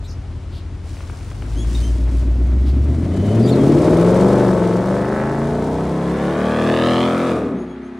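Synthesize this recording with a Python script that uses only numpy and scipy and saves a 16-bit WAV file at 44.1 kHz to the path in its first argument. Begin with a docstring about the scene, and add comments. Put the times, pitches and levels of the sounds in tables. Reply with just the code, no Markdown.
"""A suburban corner: a V8 sports car idles, creeps round, accelerates away and lifts off.
The crank sets the period of the exhaust. Uneven pulses from two cylinder banks excite the pipe
resonances, and under load they steepen into shocks that rasp. Road, walls and house fronts reflect
the sound. Tyres and engine bay hiss, grit ticks under the wheels and small birds chirp."""
import sys
import numpy as np
from scipy import signal
from scipy.fft import rfft, irfft, next_fast_len
from scipy.io import wavfile
from scipy.ndimage import uniform_filter1d, minimum_filter1d, map_coordinates

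SR = 44100
rng = np.random.default_rng(int(sys.argv[2]) if len(sys.argv) > 2 else 0)


def file_out(sig):
    """Save sig as 16-bit WAV at sys.argv[1]."""
    # one column per channel
    cols = np.atleast_2d(sig).T
    # limit, then scale
    lim = np.clip(cols, -1, 1)
    pcm = np.round(lim * 32767).astype(np.int16)
    wavfile.write(sys.argv[1], SR, pcm)


N = 352359

# crank speed through idle, creep, first gear, second gear and lift-off: time_s, speed_rpm
CRANK_SPEED = [(0.0, 655), (0.65, 640), (1.2, 655), (1.5, 794), (1.75, 876), (2.4, 905), (2.7, 995),
               (2.9, 1105), (3.3, 1570), (3.5, 1885), (4.0, 2535), (4.28, 2979), (4.4, 3024), (4.6, 2644),
               (4.73, 2680), (4.9, 2893), (5.5, 3507), (5.75, 3759), (5.95, 4009), (6.2, 4271), (6.4, 4542),
               (6.65, 4733), (6.9, 4993), (7.05, 5092), (7.24, 5238), (7.6, 3936), (8.0, 3864)]
# how hard the engine works: time_s, effort_db
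EFFORT = [(0, -24), (1.3, -25.5), (1.6, -17), (2.7, -14.5), (3.05, -10), (3.4, -3), (3.6, -1.5), (3.9, 0.9),
          (4.4, -0.15), (4.6, -2.5), (4.8, -4.5), (5.3, -7), (5.6, -6), (5.95, -7), (6.4, -4.5),
          (6.6, -2.5), (6.9, -0.5), (7.1, -1.5), (7.3, -2.5), (7.55, -17), (7.75, -24)]
# scatter from firing to firing: time_s, scatter_share
ROUGHNESS = [(2.8, .14), (3.6, .1), (4.4, .07), (5.3, .04), (5.8, .09), (7.05, .07), (7.6, .1)]
# each cylinder's shock, lags in firing intervals: side_lag, side_db, behind_lag, behind_db
SHOCKS = [(.15, 0, -.03, 0), (-.05, -7, -.4, -12), (.1, -14, -.2, -13), (.33, -2, .13, -18),
          (0, -30, 0, -21), (.12, -4, -.07, 0), (.28, -7, -.5, -11), (0, -30, 0, -18)]
# the street's echo of the exhaust: time_s, level_db
STREET_ECHO = [(3, -7), (3.5, -15), (4.6, -18), (7.25, -16), (7.6, -3)]
# spectrum of the hiss: frequency_hz, level_db
HISS_COLOUR = [(3000, 1.5), (4800, 1.5), (5600, 1.5), (7200, -1), (8800, -1.5), (10800, -7), (12200, -17),
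               (15500, -14.5)]
# the car starts to pull, turns its tail to the listener, then coasts: start_s, end_s
PULL_S, TURN_S, COAST_S = (3.0, 3.34), (5.5, 6.2), (7.35, 7.7)


def amp(db):
    """Decibels to amplitude ratio."""
    return 10 ** (np.asarray(db) / 20)


def unit(x):
    """Normalisation to rms 1."""
    return x / np.sqrt(np.mean(x ** 2) + 1e-20)


def steady(x, seconds=0.12):
    """Division by the running rms levels x; faster throbs remain."""
    size = int(seconds * SR)
    power = uniform_filter1d(uniform_filter1d(x ** 2, size), size // 2 + 1)
    return x / np.sqrt(np.abs(power) + 1e-14)


def along(points, hz):
    """Interpolation on a logarithmic frequency axis."""
    knots_hz, values = np.transpose(points)
    return np.interp(np.log(hz + 1), np.log(knots_hz + 1), values)


def curve(points):
    """Linear interpolation in time, one value per sample."""
    return np.interp(np.arange(N) / SR, *np.transpose(points))


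def ramp(start_s, end_s):
    """A linear rise from 0 to 1."""
    return np.clip((np.arange(N) / SR - start_s) / (end_s - start_s), 0, 1)


def wobble(rate_hz):
    """Smooth random modulation: a spline through Gaussian knots."""
    knots = rng.standard_normal(int(N * rate_hz / SR) + 4)
    return map_coordinates(knots, [np.arange(N) * rate_hz / SR])


def filtered(x, response):
    """Linear filtering: the spectrum times a frequency response."""
    size = next_fast_len(N + SR // 2)
    return irfft(rfft(x, size) * response(np.fft.rfftfreq(size, 1 / SR)), size)[..., :N]


def coloured(x, colour, size=8192):
    """Minimum-phase filtering: folding the cepstrum makes the response causal."""
    cepstrum = irfft(np.log(amp(along(colour, np.fft.rfftfreq(size, 1 / SR)))))
    cepstrum[1:size // 2] *= 2
    cepstrum[size // 2 + 1:] = 0
    return signal.fftconvolve(x, irfft(np.exp(rfft(cepstrum))))[:N]


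def band(x, lo_hz, hi_hz, order=12):
    """A zero-phase band-pass filter."""
    return filtered(x, lambda hz: ((1 + (lo_hz / (hz + 1)) ** order) * (1 + (hz / hi_hz) ** order)) ** -.5)


def delayed(x, delay_s):
    """Propagation delay over a changing path."""
    return np.interp(np.arange(N) - delay_s * SR, np.arange(N), x)


def noise(colour):
    """Stereo noise of rms 1, most coherent at long wavelengths."""
    # likeness of left and right: frequency_hz, correlation
    coherence = [(100, .99), (1200, .96), (2200, .88), (4000, .76), (8000, .64), (13000, .4)]

    def response(hz):
        angle = np.arccos(along(coherence, hz)) / 2
        return amp(along(colour, hz)) * [np.cos(angle), np.sin(angle)]

    mid, side = filtered(rng.standard_normal((2, N)), response)
    return unit(np.array([mid + side, mid - side]))


def echo(x, delay_s=.02):
    """Scattering from fences and house fronts leaves a tail whose treble dies first."""
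    # reverberation time of the street: frequency_hz, t60_s
    decay = [(100, 1), (1000, 0.54), (4000, 0.09), (12000, 0.018)]
    hz, t, spectra = signal.stft(rng.standard_normal(SR // 2), SR, nperseg=256)
    tail = signal.istft(spectra * amp(-60 * t / along(decay, hz)[:, None]), SR, nperseg=256)[1]
    return signal.fftconvolve(x, np.pad(tail / np.linalg.norm(tail), (int(delay_s * SR), 0)))[:N]


def spread(x, wet_db):
    """Diffuse reflection gives each ear its own echo."""
    return (x + amp(wet_db) * np.array([echo(x), echo(x)])) / np.hypot(1, amp(wet_db))


def street():
    """Broadband ambient noise, quietening as the car leaves."""
    # background spectrum: frequency_hz, level_db
    colour = [(120, -33), (200, -24), (287, -9.5), (540, -19), (775, -22), (1490, -26.5), (5550, -37),
              (10500, -46.5), (11200, -63), (11900, -91), (15000, -71)]
    return amp(-45 - 8 * ramp(5.5, 7)) * noise(colour)


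def birds():
    """Gliding whistles with two overtones; random frequency modulation makes them hoarse."""
    # chirps: start_s, length_s, start_hz, middle_hz, end_hz, level_db, overtone_db, hoarseness
    chirps = [(0.033, 0.045, 3720, 3900, 3840, -45, -10, 0.47),
              (0.065, 0.085, 6180, 5400, 5150, -43.5, -18, 0.96),
              (0.503, 0.12, 3600, 3780, 3620, -45, -13, 1.5), (1.554, 0.1, 2850, 3350, 3200, -41, -3, 0.02),
              (1.745, 0.023, 3500, 3740, 3600, -31.5, -28, 0.1),
              (1.805, 0.082, 2940, 3110, 3120, -43, 0, 0.04),
              (2.646, 0.079, 3700, 3910, 3720, -43.5, -11, 1.6),
              (3.093, 0.38, 3000, 3030, 3010, -45.5, -25, 0.13),
              (3.417, 0.072, 4740, 4730, 4700, -37.5, -20, 0.12),
              (3.461, 0.059, 3340, 3670, 3250, -34.5, -7, 0.4),
              (3.511, 0.042, 4420, 4230, 3430, -34, -29, 0.17),
              (3.593, 0.042, 3210, 3250, 3120, -40, -21, 0.03),
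              (7.56, 0.099, 3030, 3320, 3200, -75, 19, 0.1), (7.668, 0.092, 3350, 3310, 3280, -56, -4, 0),
              (7.813, 0.091, 3000, 3200, 3280, -62, 1, 0.1), (7.93, 0.09, 3170, 3280, 3150, -73, 4, 0.1)]
    song = np.zeros(N + SR)
    for start_s, length_s, *glide_hz, level_db, overtone_db, hoarseness in chirps:
        progress = np.linspace(0, 1, int(length_s * SR))
        pitch_hz = np.polyval(np.polyfit([0, .5, 1], glide_hz, 2), progress)
        flutter = np.interp(progress * length_s * 1500, np.arange(SR), rng.standard_normal(SR))
        phase = 2 * np.pi * np.cumsum(pitch_hz * (1 + 0.161 * hoarseness * flutter)) / SR
        tone = np.sin(phase) + amp(overtone_db) * (np.sin(2 * phase) + amp(-6.5) * np.sin(3 * phase))
        song[round(start_s * SR):][:len(tone)] += amp(level_db) * np.sin(np.pi * progress) * tone
    return spread(song[:N], wet_db=-8)


def grit(t60_s=.02):
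    """Impact noise: stones snap under the tread in exponentially decaying bursts."""
    # snaps: start_s, level_db
    snaps = [(0.9683, -30.5), (1.0056, -28), (1.0977, -25.5), (1.209, -34), (1.3142, -28.5), (1.422, -25.5),
             (1.6462, -29), (2.8676, -43)]
    colour = [(200, -17), (600, 9), (1300, 6), (2800, -2.5), (5000, -26), (12000, -39)]
    ticks, t = np.zeros(N + SR), np.arange(SR // 10) / SR
    for start_s, level_db in snaps:
        envelope = amp(level_db + 2 - 60 * t / t60_s)
        ticks[round(start_s * SR):][:len(t)] += envelope * rng.standard_normal(len(t))
    return spread(coloured(ticks[:N], colour), wet_db=-8)


def scrub(fade_s=.07):
    """Friction noise: steered rubber twists on the asphalt with a grainy hiss."""
    # steering movements: start_s, length_s, level_db
    scrubs = [(0.818, 1.27, -49.5), (1.668, 0.34, -50), (2.046, 0.24, -50.5)]
    level = sum(amp(db) * (ramp(s, s + fade_s) - ramp(s + length_s - fade_s, s + length_s))
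                for s, length_s, db in scrubs)
    return level * amp(1.8 * wobble(9.3) + 1.7 * wobble(300)) * noise(HISS_COLOUR)


def per_firing(cycle):
    """Random modulation with one knot at each of a cycle's eight firings."""
    return map_coordinates(rng.standard_normal(N // 50), [cycle * 8], order=2, mode="wrap")


def flow(cycle):
    """Flow noise: the rush of tyres and engine bay and a hiss grow with effort and flutter with firings."""
    # spectrum of the rush: frequency_hz, level_db
    rush_colour = [(300, -31), (600, 22), (1100, 14), (1600, 9.5), (2200, 9.5), (2700, 1.5), (3800, 0.5),
                   (4800, -7.5), (6000, -74), (9000, -63)]
    effort_db, coasting = curve(EFFORT), ramp(*COAST_S)
    rush = amp(-33.5 + 0.86 * effort_db + 7.4 * coasting + 2 * per_firing(cycle)) * noise(rush_colour)
    hiss = amp(-40.5 + effort_db - 8 * coasting + 1.8 * per_firing(cycle)) * noise(HISS_COLOUR)
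    return rush + hiss


def overrun(cycle):
    """With the throttle shut, a few orders (harmonics of the four-stroke cycle rate) hum on."""
    # partials of the hum: order, level_db
    partials = {2: -46.5, 5: -52, 6: -48, 7: -41.5, 8: -36, 11: -38.5, 12: -47, 13: -50.5}
    # its swell as the throttle shuts: time_s, gain_db
    swell = [(7.15, -90), (7.33, 6), (7.42, 6), (7.56, 7), (7.7, 0), (7.99, -0.5)]
    hum = sum(amp(db + 0.5 * wobble(9.9)) * np.cos(2 * np.pi * order * cycle + 0.39 * wobble(9.1))
              for order, db in partials.items())
    return np.sqrt(2) * amp(curve(swell)) * hum


def stages():
    """Crossfade weights for creeping, pulling side-on and being heard from behind."""
    pulling, behind = ramp(*PULL_S), ramp(*TURN_S)
    return 1 - pulling, pulling - behind, behind


def firings(cycle, lags, strengths_db, without=(), size=4096):
    """Fourier series of one pulse per cylinder per cycle, less the listed orders."""
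    slots = (np.arange(len(lags)) + lags) / len(lags)
    harmonics = np.exp(-2j * np.pi * np.outer(np.arange(size // 16), slots)) @ amp(strengths_db)
    harmonics[[0, *without]] = 0
    return unit(np.interp(cycle % 1, np.arange(size) / size, irfft(harmonics, size)))


def shocks(cycle, lags, strengths_db, puff_s):
    """Each shock front trails a decaying puff of turbulence."""
    rough = curve(ROUGHNESS)
    pulses = firings(cycle + .001 * per_firing(cycle), lags, strengths_db)
    pulses *= np.exp(2 * rough * per_firing(cycle))
    puff_power = signal.lfilter([1], [1, -np.exp(-1 / (puff_s * SR))], pulses ** 2)
    return unit(pulses) + 5 * rough * unit(np.sqrt(puff_power) * rng.standard_normal(N))


def tailpipes(x):
    """Pipe modes ring; interference with the road's reflection adds a comb that rises with distance."""
    # tailpipe modes: centre_hz, width_hz, level_db
    modes = [(870, 160, -2.5), (1268, 320, -2.5), (1740, 130, -2.5), (2390, 470, -7.5), (3220, 580, -0.5),
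             (3930, 810, -5.5), (5080, 500, -13.5)]
    # lag of the road's reflection: time_s, delay_s
    road_lag = [(6, .0015), (6.45, .00125), (6.8, .00106), (6.95, .00097), (7.25, .00081)]

    def response(hz):
        return sum((-1) ** k * amp(db) * 1j * hz * width / (centre ** 2 - hz ** 2 + 1j * hz * width)
                   for k, (centre, width, db) in enumerate(modes))

    direct = filtered(x, response)
    return direct + 0.8 * delayed(band(direct, 1400, 9000, order=6), curve(road_lag))


def rasp(cycle):
    """Nonlinear steepening: under load the pulses become shocks, rich in high harmonics."""
    # side-on spectrum: frequency_hz, level_db
    colour = [(500, -53), (720, -6.5), (900, -6.5), (1100, -9), (1400, -11), (1750, -21), (2100, -29.5),
              (3000, -42.5), (6000, -23), (12000, -25)]
    # reflections from road, kerb and underbody: delay_s, gain
    bounces = [(.0011, 0.25), (.0027, -0.13), (.0046, .4), (.0072, 0.045)]
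    # the rasp's body, dipping in the shadow of a parked car: time_s, gain_db
    shade = [(3.5, -4), (4.3, 0.5), (5.2, 2), (5.6, -1), (6.1, -4.5), (6.6, -1), (7.2, -3.5)]
    # echo, strong in that shadow and at lift-off: time_s, level_db
    reflected = [(3.55, 3), (3.9, -11), (4.4, -12), (4.8, -18), (5.3, -16), (5.8, -5), (6.4, -2),
                 (6.8, -12), (7.05, -12), (7.25, -6), (7.6, 3)]
    # brassy overtones: time_s, level_db
    brass_level = [(2.8, -78), (3.2, -60), (3.9, -85), (4.4, -44), (4.7, -53), (5.2, -35), (5.7, -58),
                   (6.1, -40), (6.4, -40), (7.3, -44), (7.6, -53)]
    # bright edge heard from behind: time_s, level_db
    edge_level = [(5.8, -58), (6.35, -46.5), (6.7, -36.5), (6.82, -32.5), (6.92, -30.5), (7.04, -29.5),
                  (7.14, -40), (7.3, -34.5), (7.45, -47.5)]
    side_lags, side_db, behind_lags, behind_db = np.transpose(SHOCKS)
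    side = coloured(shocks(cycle, side_lags, side_db, puff_s=.002), colour)
    side = filtered(side, lambda hz: 1 + sum(gain * np.exp(-2j * np.pi * hz * s) for s, gain in bounces))
    behind = tailpipes(shocks(cycle, behind_lags, behind_db, puff_s=.0015))
    turned, wet = ramp(5.82, 6.36), amp(curve(reflected))
    body = np.sqrt(1 - turned) * steady(band(side, 780, 1800))
    body += np.sqrt(turned) * steady(band(behind, 720, 2050))
    octaves = np.log2(curve(CRANK_SPEED) / 3000)
    body_db = -28 + 0.91 * curve(EFFORT) + 4 * octaves + 2.5 * ramp(*COAST_S) + curve(shade)
    body = amp(body_db) * ramp(3.5, 3.501) * steady(body + wet * echo(body))
    brass = amp(curve(brass_level)) * ramp(2.7, 3) * steady(band(side, 1850, 2600))
    edge = steady(band(behind + wet * echo(behind), 1470, 7800))
    edge *= amp(curve(edge_level)) * ramp(5.55, 5.551) * (1 - ramp(6.8, 7.7))
    return spread(body, wet_db=-22) + spread(brass + edge, wet_db=-9)


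def silencer(hz, trips_s=(.0031, .0053), bounce=0.55):
    """All-pass response: round trips in the chambers smear each pulse without colouring it."""
    delays = np.exp(-2j * np.pi * np.outer(trips_s, hz))
    return np.prod((delays - bounce) / (1 - bounce * delays), axis=0)


def walls(x):
    """Interference with wall reflections fades the orders in and out as the detours shrink."""
    # reflections: near_delay_s, far_delay_s, gain
    paths = [(0.01219, 0.00786, 0.59), (0.0062, .0042, -0.27)]
    away = ramp(PULL_S[0], COAST_S[1])
    reflected = sum(gain * delayed(x, near_s + (far_s - near_s) * away) for near_s, far_s, gain in paths)
    return x + ramp(*PULL_S) * reflected


def radiation(growth, creep_db, pull_db, behind_db, coast_db):
    """Directivity and load set a band's gain; growth is in dB per dB of effort."""
    creeping, pulling, behind = stages()
    facing_db = creeping * creep_db + pulling * pull_db + behind * behind_db
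    return amp(growth * curve(EFFORT) + facing_db + coast_db * ramp(*COAST_S))


def beat(cycle):
    """Source and filter: uneven pulses of the two banks ring the pipes in a ragged beat."""
    # cylinders in firing order: lag_intervals, creep_db, pull_db, behind_db
    cylinders = [(-0.029, 6, -3.5, 1.5), (-0.0825, -6, -1, 10.5), (-0.00093, 5.5, 3.5, -24),
                 (-0.0394, 10, 7, 11.5), (-0.031, -30, -8, -59), (-0.049, 6.5, 3, 1.5),
                 (0.0426, 5.5, 3, 16), (0.129, -0.5, -0.5, 1)]
    # pipe response: frequency_hz, creep_db, pull_db, behind_db
    pipe = [(31.5, -0.5, 13, 14), (49.6, 10, -15, -8), (69.6, -9.5, 25, 11), (87, -9, -34, -28),
            (117, -5.5, 7, -7.5), (157, -18, 9, -4.5), (234, -14.5, 11.5, 8.5), (288, -11, -1.5, -12),
            (353, -15, 7.5, -12), (457, -27, -2, -7.5), (684, -28.5, -5, -10), (790, -55, -22, -23.5),
            (900, -41.5, -21.5, -31.5)]
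    # orders left out of the pulses, one row for each stage
    omitted = [
        [1, 2, 3, 5, 6, 8, 9, 16],
        [1, 2, 3, 4, 5, 6, 8, 15, 16],
        [1, 2, 5, 6, 9, 11],
    ]
    # the beat gives way to the drone: time_s, gain_db
    raggedness = [(3.85, -1), (4.2, -6.5), (4.9, -3.5), (5.5, -4), (6.2, -2.5)]
    lags, *strengths = np.transpose(cylinders)
    hz, *colours = np.transpose(pipe)
    rough = curve(ROUGHNESS)
    jitter = .006 * rough * per_firing(cycle)
    chuff = amp(-13) * ramp(*PULL_S) * rng.standard_normal(N)  # turbulent gas under load
    gas = 0
    for share, strengths_db, colour_db, orders in zip(stages(), strengths, colours, omitted):
        pulses = firings(cycle + jitter, lags, strengths_db, without=orders)
        pulses *= 1 + rough * per_firing(cycle) + chuff
        gas += share * steady(coloured(pulses, np.c_[hz, colour_db]))
    gas = walls(filtered(gas, silencer))
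    first_rev = ramp(3.55, 3.75) - ramp(4.0, 4.3)
    gas += 0.52 * first_rev * band(gas, 325, 380, order=40)  # a chamber resonance sings
    gas += amp(curve(STREET_ECHO)) * echo(gas)
    lope = amp(5.5 * stages()[0] * np.cos(2 * np.pi * (cycle - .8)))  # one swell a cycle at low speed
    boom = steady(band(gas, 45, 180))
    boom *= radiation(growth=0.68, creep_db=-14, pull_db=-27.5, behind_db=-29, coast_db=2)
    growl = lope * steady(band(gas, 227, 330))
    growl *= radiation(growth=1.69, creep_db=-9, pull_db=-21, behind_db=-30.5, coast_db=20)
    bark = steady(band(gas, 382, 1130))
    bark *= radiation(growth=1.28, creep_db=-20, pull_db=-18, behind_db=-21.5, coast_db=4)
    return amp(curve(raggedness)) * (boom + growl + bark)


def drone(cycle):
    """Forced resonance: orders swell as they cross pipe modes; side-on they align into thumps."""
    # resonances, order 8 being the firing rate: order, centre_hz, width_hz, level_db
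    resonances = [(2, 65, 16.8, -27.0), (3.013, 96, 57, -31), (3.993, 141, 39, -26),
                  (5.005, 160.7, 58.4, -18.5), (5.984, 460, 87, 4.0), (7, 79, 19, -20.5), (7, 237, 78, -26),
                  (8, 63.4, 15.6, 1), (8, 108, 46, -13.5), (8, 182, 28, -17), (8, 227, 41, -18.5),
                  (8, 327, 54, -32), (9.04, 308, 90, -23), (10, 274, 150, -31), (11, 61, 9, -13),
                  (11, 150, 46, -23.5), (11, 415, 180, -25), (12.03, 411, 220, -26.5), (13, 49, 11.5, 2.5),
                  (13, 183, 78, -22), (13, 2070, 1030, -15), (13.97, 440, 200, -28.0), (15, 391, 127, -22),
                  (16, 81, 29, -6), (16, 234, 128, -17), (16, 620, 81, -27.5), (17, 260, 120, -27.5),
                  (17, 435, 48, -23.5), (17, 665, 120, -33.0), (18, 270, 76, -25.5), (18, 339, 41, -19.5),
                  (18, 660, 190, -32), (18.97, 440, 180, -27.5), (20.13, 470, 150, -24),
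                  (20.97, 610, 262, -32), (21.97, 490, 400, -33), (23.04, 530, 206, -26.5),
                  (24.02, 430, 220, -28), (25, 250, 120, -26), (25, 590, 120, -34),
                  (25.83, 620, 270, -34.5), (27, 545, 230, -33), (27, 1090, 160, -39.5),
                  (27.93, 590, 280, -32.5), (29.1, 3260, 1350, -24.5), (29.9, 2850, 1720, -24.5),
                  (30.96, 650, 390, -39), (31.9, 1140, 592, -35.5)]
    trail_cycles, trail_orders = .2, 25  # the bass trails each shock; from order 25 up nothing does
    cycle_hz, effort_db = curve(CRANK_SPEED) / (2 * 60), curve(EFFORT)
    lags, side_db, _, _ = np.transpose(SHOCKS)
    slots = (np.arange(len(lags)) + lags) / len(lags)
    _, side_on, behind = stages()
    moving = ramp(*PULL_S)
    tone = 0
    for order in sorted({row[0] for row in resonances}):
        power = sum(amp(db) ** 2 / (1 + ((order * cycle_hz - hz) / width) ** 2) ** 3
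                    for k, hz, width, db in resonances if k == order)
        level = amp(effort_db + moving * wobble(6)) * np.sqrt(2 * power)
        pipe_phase = -2 * np.pi * order * (.55 + .022 * order)  # high orders leave the pipes later
        trail = trail_cycles * trail_orders * (1 - max(1 - order / trail_orders, 0) ** 2) / 2
        thump = -amp(side_db) @ np.exp(-2j * np.pi * (order * slots + trail))
        alignment = side_on * np.angle(thump * np.exp(-1j * pipe_phase))
        drift = .06 * order * behind * wobble(6)  # phases wander as the path changes
        tone += level * np.cos(2 * np.pi * order * cycle + pipe_phase + alignment + drift)
    tone *= 1 - ramp(*COAST_S)
    return tone + amp(curve(STREET_ECHO) - 2) * echo(moving * band(tone, 130, 1500))


def placed(x):
    """The car's bearing sets level and time differences between the two microphones."""
    # level difference: time_s, left_minus_right_db
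    pan = [(0, -1.5), (1.2, -1), (2.5, -2.5), (3.7, -2), (4.6, -1.5), (5.2, -2.5), (5.7, -3), (7, -2.5),
           (7.99, -3)]
    # later arrival on the left: time_s, delay_s
    left_lag = [(0, 2e-5), (.7, 7e-5), (1.3, 7e-5), (2.2, 2.5e-5), (3.7, 2e-5), (4.2, 0)]
    return np.array([delayed(x[0], curve(left_lag)), x[1]]) * amp(np.outer([.5, -.5], curve(pan)))


def scene():
    """Superposition of car and street; one crank phase drives every engine sound."""
    cycle = .88 + np.cumsum(curve(CRANK_SPEED)) / (2 * 60 * SR)  # two turns per four-stroke cycle
    exhaust = placed(drone(cycle) + overrun(cycle) + beat(cycle) + rasp(cycle))
    return street() + exhaust + flow(cycle) + scrub() + grit() + birds()


def record(dry, ceiling=.92, top_hz=15800):
    """Transduction by two slightly unequal microphones, then peak limiting and a low-pass."""
    # difference in sensitivity: frequency_hz, left_minus_right_db
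    balance = [(60, 3), (280, 3.5), (550, 4.5), (1000, 3.5), (4000, 1.5), (8000, -0.1)]
    x = filtered(dry, lambda hz: amp(np.outer([.5, -.5], along(balance, hz))))
    needed = 1 / np.maximum(1, np.abs(x).max(axis=0) / ceiling)
    gain = uniform_filter1d(minimum_filter1d(needed, size=400), size=300)
    return filtered(x * gain, lambda hz: hz < top_hz)


dry = scene()
out = record(dry)
file_out(out)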